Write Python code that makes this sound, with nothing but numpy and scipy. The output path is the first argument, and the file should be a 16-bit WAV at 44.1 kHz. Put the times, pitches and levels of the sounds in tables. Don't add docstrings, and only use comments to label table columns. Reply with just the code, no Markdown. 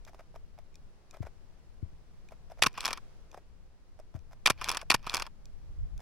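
import sys
import numpy as np
from scipy import signal
from scipy.fft import rfft, irfft, next_fast_len
from scipy.io import wavfile
from scipy.ndimage import map_coordinates

SR = 44100
rng = np.random.default_rng(int(sys.argv[2]) if len(sys.argv) > 2 else 0)


def dump_mix(stems):
    frames = np.atleast_2d(stems).T
    limited = np.clip(frames, -1, 1)
    pcm = np.round(limited * 32767).astype(np.int16)
    wavfile.write(sys.argv[1], SR, pcm)


def rack_gain(trim_db):
    fader = np.asarray(trim_db, float)
    return 10 ** (fader / 20)


N = 265041

# freq_hz, level_db
MEADOW_SPECTRUM = [(60, -31.5), (110, -7), (380, -4.5), (750, -9), (1500, -15), (3500, -21.5), (5200, -21),
                   (8500, -29), (11500, -32), (12500, -39.5), (14300, -43), (14900, -39), (16000, -35),
                   (16600, -76.5)]
# time_s, level_db
MEADOW_LEVEL = [(0, -71), (.64, -72.5), (1.38, -70.5), (2.55, -71.5), (3.05, -68), (3.56, -72.5),
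                (4.4, -72), (5.35, -70.5), (6.01, -70.5)]
# freq_hz, correlation
MEADOW_LIKENESS = [(60, -0.015), (130, 0.45), (290, 0.98), (640, 0.44), (1410, 0.23), (3100, 0.17),
                   (6820, -0.3), (15000, -0.031)]
# time_s, level_db
BUFFET_LEVEL = [(0, -55), (.8, -54.5), (.97, -60), (1.15, -56.5), (1.7, -54.5), (3.25, -55), (3.75, -59.5),
                (4.05, -56), (4.45, -53.5), (4.9, -50), (5.4, -53.5), (5.75, -54.5), (6.01, -51.5)]
# freq_hz, level_db
BUFFET_SPECTRUM = [(6, -2.5), (14, 9.5), (28, 2), (45, -5.5), (65, -4.5), (100, -13), (150, -13.5),
                   (220, -22.5), (400, -61.5)]
# start_s, peak_s, level_db
GUST_PUFFS = [
    (5.6, 5.724, -43),
    (5.787, 5.844, -34.5),
    (5.88, 5.976, -36.5),
]
# freq_hz, level_db
GUST_SPECTRUM = [(8.8, -37), (15, 3), (57, 2.5), (117, -14), (158, -14.5), (189, -43), (300, -38),
                 (390, -68), (660, -120)]
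# freq_hz, side_minus_mid_db
PORT_SPREAD = [(60, 9), (110, 4.5), (200, -5.5), (380, -12), (700, -20), (1290, -19), (2380, -13),
               (4400, -9), (8120, -2.5), (15000, 1.5)]

# start_s, level_db, low_over_high_db
SWITCH_PINGS = [(0.0502, -50, -12.5), (0.7435, -63.5, 2), (0.7555, -49.5, -9), (1.1103, -47.5, -7),
                (2.2877, -56.5, 6), (2.73, -55, -9), (2.7414, -57, 6), (3.3153, -52, -5), (4.1912, -61, -5),
                (4.578, -64, 4), (5.0287, -57, -1), (5.456, -49, -13), (5.9785, -52.5, -8)]
# freq_hz, width_hz, level_db
SWITCH_PARTS = [
    [(2455, 120, 0)],
    [(3500, 380, 0.5), (4240, 780, -1)],
    [(6040, 1100, 15.5), (8300, 2400, -4), (10600, 2200, -12)],
]
# stop_s, travel_ms, start_db, slide_db, stop_db
FOCUS_MOVES = [(.078, 12.5, -46, -47.5, -58), (.094, 8.8, -70, -68, -43), (.145, 12.7, -48, -60.5, -39.5),
               (.193, 11.3, -55, -48.5, -43), (.206, 11.6, -70, -62, -43), (.359, 17.2, -49, -49.5, -33.5),
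               (.587, 9, -51.5, -61, -38), (1.143, 14, -49.5, -50, -38), (1.169, 19.4, -70, -51.5, -39.5),
               (1.228, 15.3, -70, -46.5, -39), (1.268, 17, -44.5, -48.5, -35), (2.32, 11, -50, -49.5, -38),
               (2.518, 19, -46.5, -49, -35.5), (2.592, 18.7, -48, -50, -36), (3.344, 15, -45, -50.5, -36),
               (3.375, 14, -53, -51, -36.5), (3.998, 8, -45, -64, -37.5), (4.162, 21, -46, -49.5, -38.5),
               (4.331, 20.4, -47, -51.5, -38.5), (4.828, 10.7, -71, -63.5, -36.5),
               (6.003, 10, -46.5, -50, -40)]
# rattle_ms, barrel_db, body_db, bright_db
FOCUS_START = (2.14, -0.5, -10.5, -18)
FOCUS_SLIDE = (5.5, -2, -0.5, -13.5)
FOCUS_STOP = (1.9, 0.5, -13.5, -16)
# freq_hz, width_hz, level_db
LENS_BARREL = [(345, 100, -18), (650, 130, 0), (915, 390, -15.5)]
LENS_BODY = [(1350, 840, 0), (2370, 500, -1.5), (2980, 860, -14.5)]
LENS_BRIGHT = [(3540, 200, -5), (5100, 290, 2.5), (5900, 900, -3.5), (8000, 680, -8.5), (10900, 2000, -11)]

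# start_s, level_db, settled_pitch_hz, swing_ms, right_port_db
HAND_BUMPS = [
    (1.2043, -27.5, 68, 9.9, -9.5),
    (1.239, -38.5, 58.5, 16, -14),
    (1.827, -27.5, 66.4, 12.4, -12),
    (1.86, -46, 49.7, 15, -20),
    (1.929, -46, 56, 23, -17),
    (4.1485, -30.5, 65.2, 9.6, -10),
    (4.172, -42, 66.6, 25, -22),
]
# level_db, settled_pitch_hz, swing_ms, right_port_db
MIRROR_JOLT = [-29, 90.5, 7.5, -12]

# release_s, motor_s, last_cams_s, strength_db
EXPOSURES = [
    (2.6220, 2.7765, 2.9062, 0),
    (4.4590, 4.6133, 4.7467, .3),
    (4.9014, 5.0666, 5.1977, .3),
]
# after_stage_s, rattle_ms, strength_db, hardness_db, part struck
RELEASE_CONTACTS = [(-.003, 2.3, -39.5, 1, "even"), (-.0003, .5, -16.5, -1, "plate"),
                    (.0011, .6, -17.5, -2, "even"), (.0035, .46, -13, -0.5, "lever"),
                    (.006, 1.5, -24.5, 0, "plate"), (.0116, .8, -19, 0, "lever"),
                    (.0137, .66, -19.5, 1.5, "lever"), (.0174, .92, -19.5, -2, "housing"),
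                    (.0195, 1, -25, -5, "even"), (.027, 2.3, -28.5, -5, "housing"),
                    (.0385, 1, -37.5, 1, "even"), (.0406, 1, -21, -1, "even"),
                    (.0425, 1, -30.5, 1.5, "even"), (.0443, .8, -17, 4.5, "housing"),
                    (.0463, .92, -27, 1, "even"), (.048, 1.5, -28.5, -3.5, "even"),
                    (.059, 2, -45, 2, "plate")]
RECOCK_CONTACTS = [(-.001, 2, -36.5, -2.5, "even"), (.003, 2, -29, -4, "housing"),
                   (.009, 1.6, -37, 1.5, "housing"), (.0273, 0.87, -41, -8.5, "plate"),
                   (.0296, .5, -35, 8, "lever"), (.036, 3.6, -40.5, -2, "even"),
                   (.052, 3.6, -40, -7, "even"), (.0642, 1.2, -34.5, -7.5, "even"),
                   (.073, .9, -29.5, 1.5, "even"), (.0786, 0.57, -21.5, 0, "spring"),
                   (.081, 1.5, -32.5, 3.5, "lever"), (.086, .8, -29, -5.5, "even"),
                   (.0885, 1.1, -32, 1, "even"), (.094, 6.2, -39, -10, "housing"),
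                   (.1017, 0.97, -29, 1, "even"), (.109, 2, -31.5, 4.5, "housing"),
                   (.122, 1.2, -38.5, 0, "housing")]
SETTLE_CONTACTS = [(0, 1.274, -33.5, -0.5, "even"), (.005, 2, -34, -11, "even"),
                   (.012, 3.73, -37.5, -26, "housing"), (.0235, .97, -30.5, 3, "even"),
                   (.0265, 1.6, -34.5, -3, "even"), (.067, 2.23, -40.5, -1.5, "even"),
                   (.0735, 2.65, -39, -25, "housing")]
SHAKEN_PARTS = {"even": (0.58, -1.5, -2.2, -2), "housing": (0.5, -10.5, -11.5, -12),
                "plate": (-10, 1, -5, -7), "lever": (-11, -2.5, -1.5, -6.5), "spring": (-6.5, -8, -9.5, 0)}
HARDNESS_SHARE = (0.013, 0.4, 0.94, 1)
# freq_hz, width_hz, level_db
HOUSING_MODES = [(260, 1000, -19), (630, 620, -10.5), (1040, 220, -1), (1400, 450, -7.5)]
PLATE_MODES = [(1830, 140, -1.5), (2364, 230, 3), (2870, 270, -11.5)]
LEVER_MODES = [(3400, 310, 1.5), (4290, 600, -4.5)]
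SPRING_MODES = [(5100, 550, 3), (5820, 1000, -1.5), (8140, 910, -8.5), (9940, 590, -8),
                (11660, 1100, -13.5), (15500, 800, -24.5)]
# freq_hz, width_hz, level_db
CURTAIN_MODES = [(3440, 550, -1), (4520, 480, -2)]
# after_s, level_db
LOAD_AFTER_RELEASE = [(.05, -57.5), (.1, -71.5)]
LOAD_WINDING = [(-.04, -72), (-.036, -60.5), (.013, -49.5), (.045, -52), (.095, -48)]
LOAD_COASTING = [(0.029, -50), (0.074, -60), (.115, -99)]
# freq_hz, width_hz, level_db
GEAR_MODES = [(980, 380, 2), (1800, 500, -3.5), (2390, 260, 2), (3360, 680, -6), (4340, 640, -8.5),
              (5400, 570, -8), (10000, 5000, -29.5)]

CONTACT = np.hanning(7) / 2


def unit(x):
    return x / np.sqrt(np.mean(x ** 2) + 1e-20)


def along(points, hz):
    f, v = np.transpose(points)
    return np.interp(np.log(hz + 1), np.log(f + 1), v)


def curve(points, outside=None):
    s, v = np.transpose(points)
    return np.interp(np.arange(N) / SR, s, v, outside, outside)


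def wobble(rate):
    knots = rng.standard_normal(int(N * rate / SR) + 4)
    return map_coordinates(knots, [np.arange(N) * rate / SR])


def filtered(x, response):
    n = x.shape[-1]
    m = next_fast_len(n + SR // 2)
    return irfft(rfft(x, m) * response(np.fft.rfftfreq(m, 1 / SR)), m)[..., :n]


def ringing(x, modes):
    def response(f):
        h = 0
        for k, (centre, width, db) in enumerate(modes):
            damping = 1j * f * width
            h = h + (-1) ** k * rack_gain(db) * damping / (centre * centre - f * f + damping)
        return h / np.sqrt(np.mean(abs(h) ** 2))
    return filtered(x, response)


def rush(spectrum, alike):
    def gain(hz):
        turn = np.arccos(np.clip(along(alike, hz), -1, 1)) / 2
        return rack_gain(along(spectrum, hz)) * [np.cos(turn), np.sin(turn)]
    mid, side = filtered(rng.standard_normal((2, N)), gain)
    return unit(np.array([mid + side, mid - side]))


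def strikes(rows, parts, swell, blow, scatter_db):
    out, t = np.zeros((2, N + 4096)), np.arange(2048) / SR
    rings = np.array([ringing(signal.unit_impulse(len(t)), modes) for modes in parts])
    for s, rattle, *part_db in rows:
        u = t / rattle
        burst = u ** swell * np.exp(-u) * rng.standard_normal((2, len(t)))
        crest = round(swell * rattle * SR)
        burst[0, crest:][:len(CONTACT)] += blow * np.linalg.norm(burst[0]) * CONTACT
        shaken = signal.fftconvolve(burst[None], rings[:, None], axes=2)
        energy = np.sum(shaken ** 2, 2, keepdims=True)
        shaken /= np.sqrt(energy / (0.0011 * SR))
        level = rack_gain(np.array(part_db) + scatter_db * rng.standard_normal(len(parts)))
        out[:, round(s * SR):][:, :shaken.shape[2]] += np.tensordot(level, shaken, 1)
    return out[:, :N]


def at_ports(mid_side):
    mid = mid_side[0]
    side = filtered(mid_side[1], lambda hz: rack_gain(along(PORT_SPREAD, hz)))
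    return np.array([mid + side, mid - side])


def meadow_hiss():
    level_db = curve(MEADOW_LEVEL) + 4 + 0.8 * wobble(2.3)
    return rack_gain(level_db) * rush(MEADOW_SPECTRUM, MEADOW_LIKENESS)


def buffeting():
    lean_db = np.outer([0.5, -0.5], [3])
    lumps = rack_gain(1.6 * np.array([wobble(7), wobble(7)]))
    pressure = unit(lumps * rush(BUFFET_SPECTRUM, [(30, -0.2), (150, -0.16)]))
    return rack_gain(curve(BUFFET_LEVEL) + 5 + lean_db) * pressure


def switch_pings():
    middle_db = -4.5
    rows = [(s - 0.0005, 0.0008, db - 1 + low_db, db - 2 + middle_db, db - 2.5)
            for s, db, low_db in SWITCH_PINGS]
    return strikes(rows, SWITCH_PARTS, swell=0.56, blow=0.45, scatter_db=0.5)


def focus_drive():
    slide_lag_s = 0.0056
    lens = (LENS_BARREL, LENS_BODY, LENS_BRIGHT)

    def row(s, db, phase):
        rattle_ms, *part_db = phase
        return (s, rattle_ms / 1000, *(db + np.array(part_db)))

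    steps, slides = [], []
    for stop_s, travel_ms, start_db, slide_db, stop_db in FOCUS_MOVES:
        start_s = stop_s - travel_ms / 1000
        steps.append(row(start_s - 0.001, start_db - 2.5, FOCUS_START))
        steps.append(row(stop_s - 0.001, stop_db - 5.5, FOCUS_STOP))
        slides.append(row(start_s + slide_lag_s, slide_db, FOCUS_SLIDE))
    knocks = strikes(steps, lens, swell=0.97, blow=0.8, scatter_db=2.5)
    return knocks + strikes(slides, lens, swell=1.5, blow=0.04, scatter_db=2.5)


def mount_bumps():
    mirror_lag_s, port_lag_s, pitch_fall_s = 0.0425, 0.0025, 0.008
    out, t = np.zeros((2, N + SR)), np.arange(SR // 4) / SR
    lag = round(port_lag_s * SR)
    jolts = [(release + mirror_lag_s, *MIRROR_JOLT) for release, *_ in EXPOSURES]
    for s, db, hz, ms, right_db in [*HAND_BUMPS, *jolts]:
        u = t / ms * 1000
        cycles = hz * (t + 1.5 * pitch_fall_s * (1 - np.exp(-t / pitch_fall_s)))
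        slap = 0.44 * rack_gain(-60 * t / 0.026) * np.sin(2 * np.pi * 310 * t)
        sway = 1.8 * u ** 0.31 * np.exp(-u * u / 2) * np.sin(2 * np.pi * cycles)
        swing = rack_gain(db) * (slap - sway)
        start = round(s * SR)
        out[0, start:][:len(t)] += swing
        out[1, start + lag:][:len(t)] += rack_gain(right_db) * swing
    return out[:, :N]


def contacts(stage, column):
    rows = []
    for shot in EXPOSURES:
        for s, ms, db, hard_db, part in stage:
            part_db = shot[-1] + db + np.array(SHAKEN_PARTS[part]) + hard_db * np.array(HARDNESS_SHARE)
            rows.append((shot[column] + s, ms / 1000, *part_db))
    return rows


def shutter_release():
    parts = (HOUSING_MODES, PLATE_MODES, CURTAIN_MODES, SPRING_MODES)
    return strikes(contacts(RELEASE_CONTACTS, 0), parts, swell=0.6, blow=0.3, scatter_db=0.14)


def gear_train():
    effort = 0
    for shot in EXPOSURES:
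        load = []
        for start, stage in zip(shot, (LOAD_AFTER_RELEASE, LOAD_WINDING, LOAD_COASTING)):
            load += [(start + s, db) for s, db in stage]
        effort = effort + rack_gain(curve(load, outside=-120))
    teeth = unit(rack_gain(3.3 * wobble(320)) * rng.standard_normal((2, N)))
    return rack_gain(1.5) * effort * ringing(teeth, GEAR_MODES)


def recocking():
    cams = contacts(RECOCK_CONTACTS, 1) + contacts(SETTLE_CONTACTS, 2)
    parts = (HOUSING_MODES, PLATE_MODES, LEVER_MODES, SPRING_MODES)
    return strikes(cams, parts, swell=0.46, blow=0.425, scatter_db=1.5)


def last_gust():
    swell_db_per_s, drop_db_per_s = 132.5, 549.5
    t = np.arange(N) / SR
    puffs = 0
    for start, peak, db in GUST_PUFFS:
        growth_db = swell_db_per_s * np.maximum(peak - t, 0)
        outside_s = np.maximum(t - peak, 0) + np.maximum(start - t, 0)
        puffs = puffs + rack_gain(db - growth_db - drop_db_per_s * outside_s)
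    return puffs * rack_gain([[4], [3]]) * rush(GUST_SPECTRUM, [(30, -0.16)])


def scene():
    air = meadow_hiss() + buffeting()
    lens = switch_pings() + focus_drive()
    bumps = mount_bumps()
    shutter = shutter_release() + gear_train() + recocking()
    return air + at_ports(lens + shutter) + bumps + last_gust()


def low_pass(x):
    return signal.sosfilt(signal.butter(12, 17150, fs=SR, output="sos"), x)


def record(dry):
    top_hz = 16250
    rounded = dry / (1 + abs(dry / 0.6) ** 4) ** (1 / 4)
    limited = filtered(rounded, lambda hz: 1 / np.sqrt(1 + (hz / top_hz) ** 90))
    return low_pass(limited)


dry = scene()
out = record(dry)
dump_mix(out)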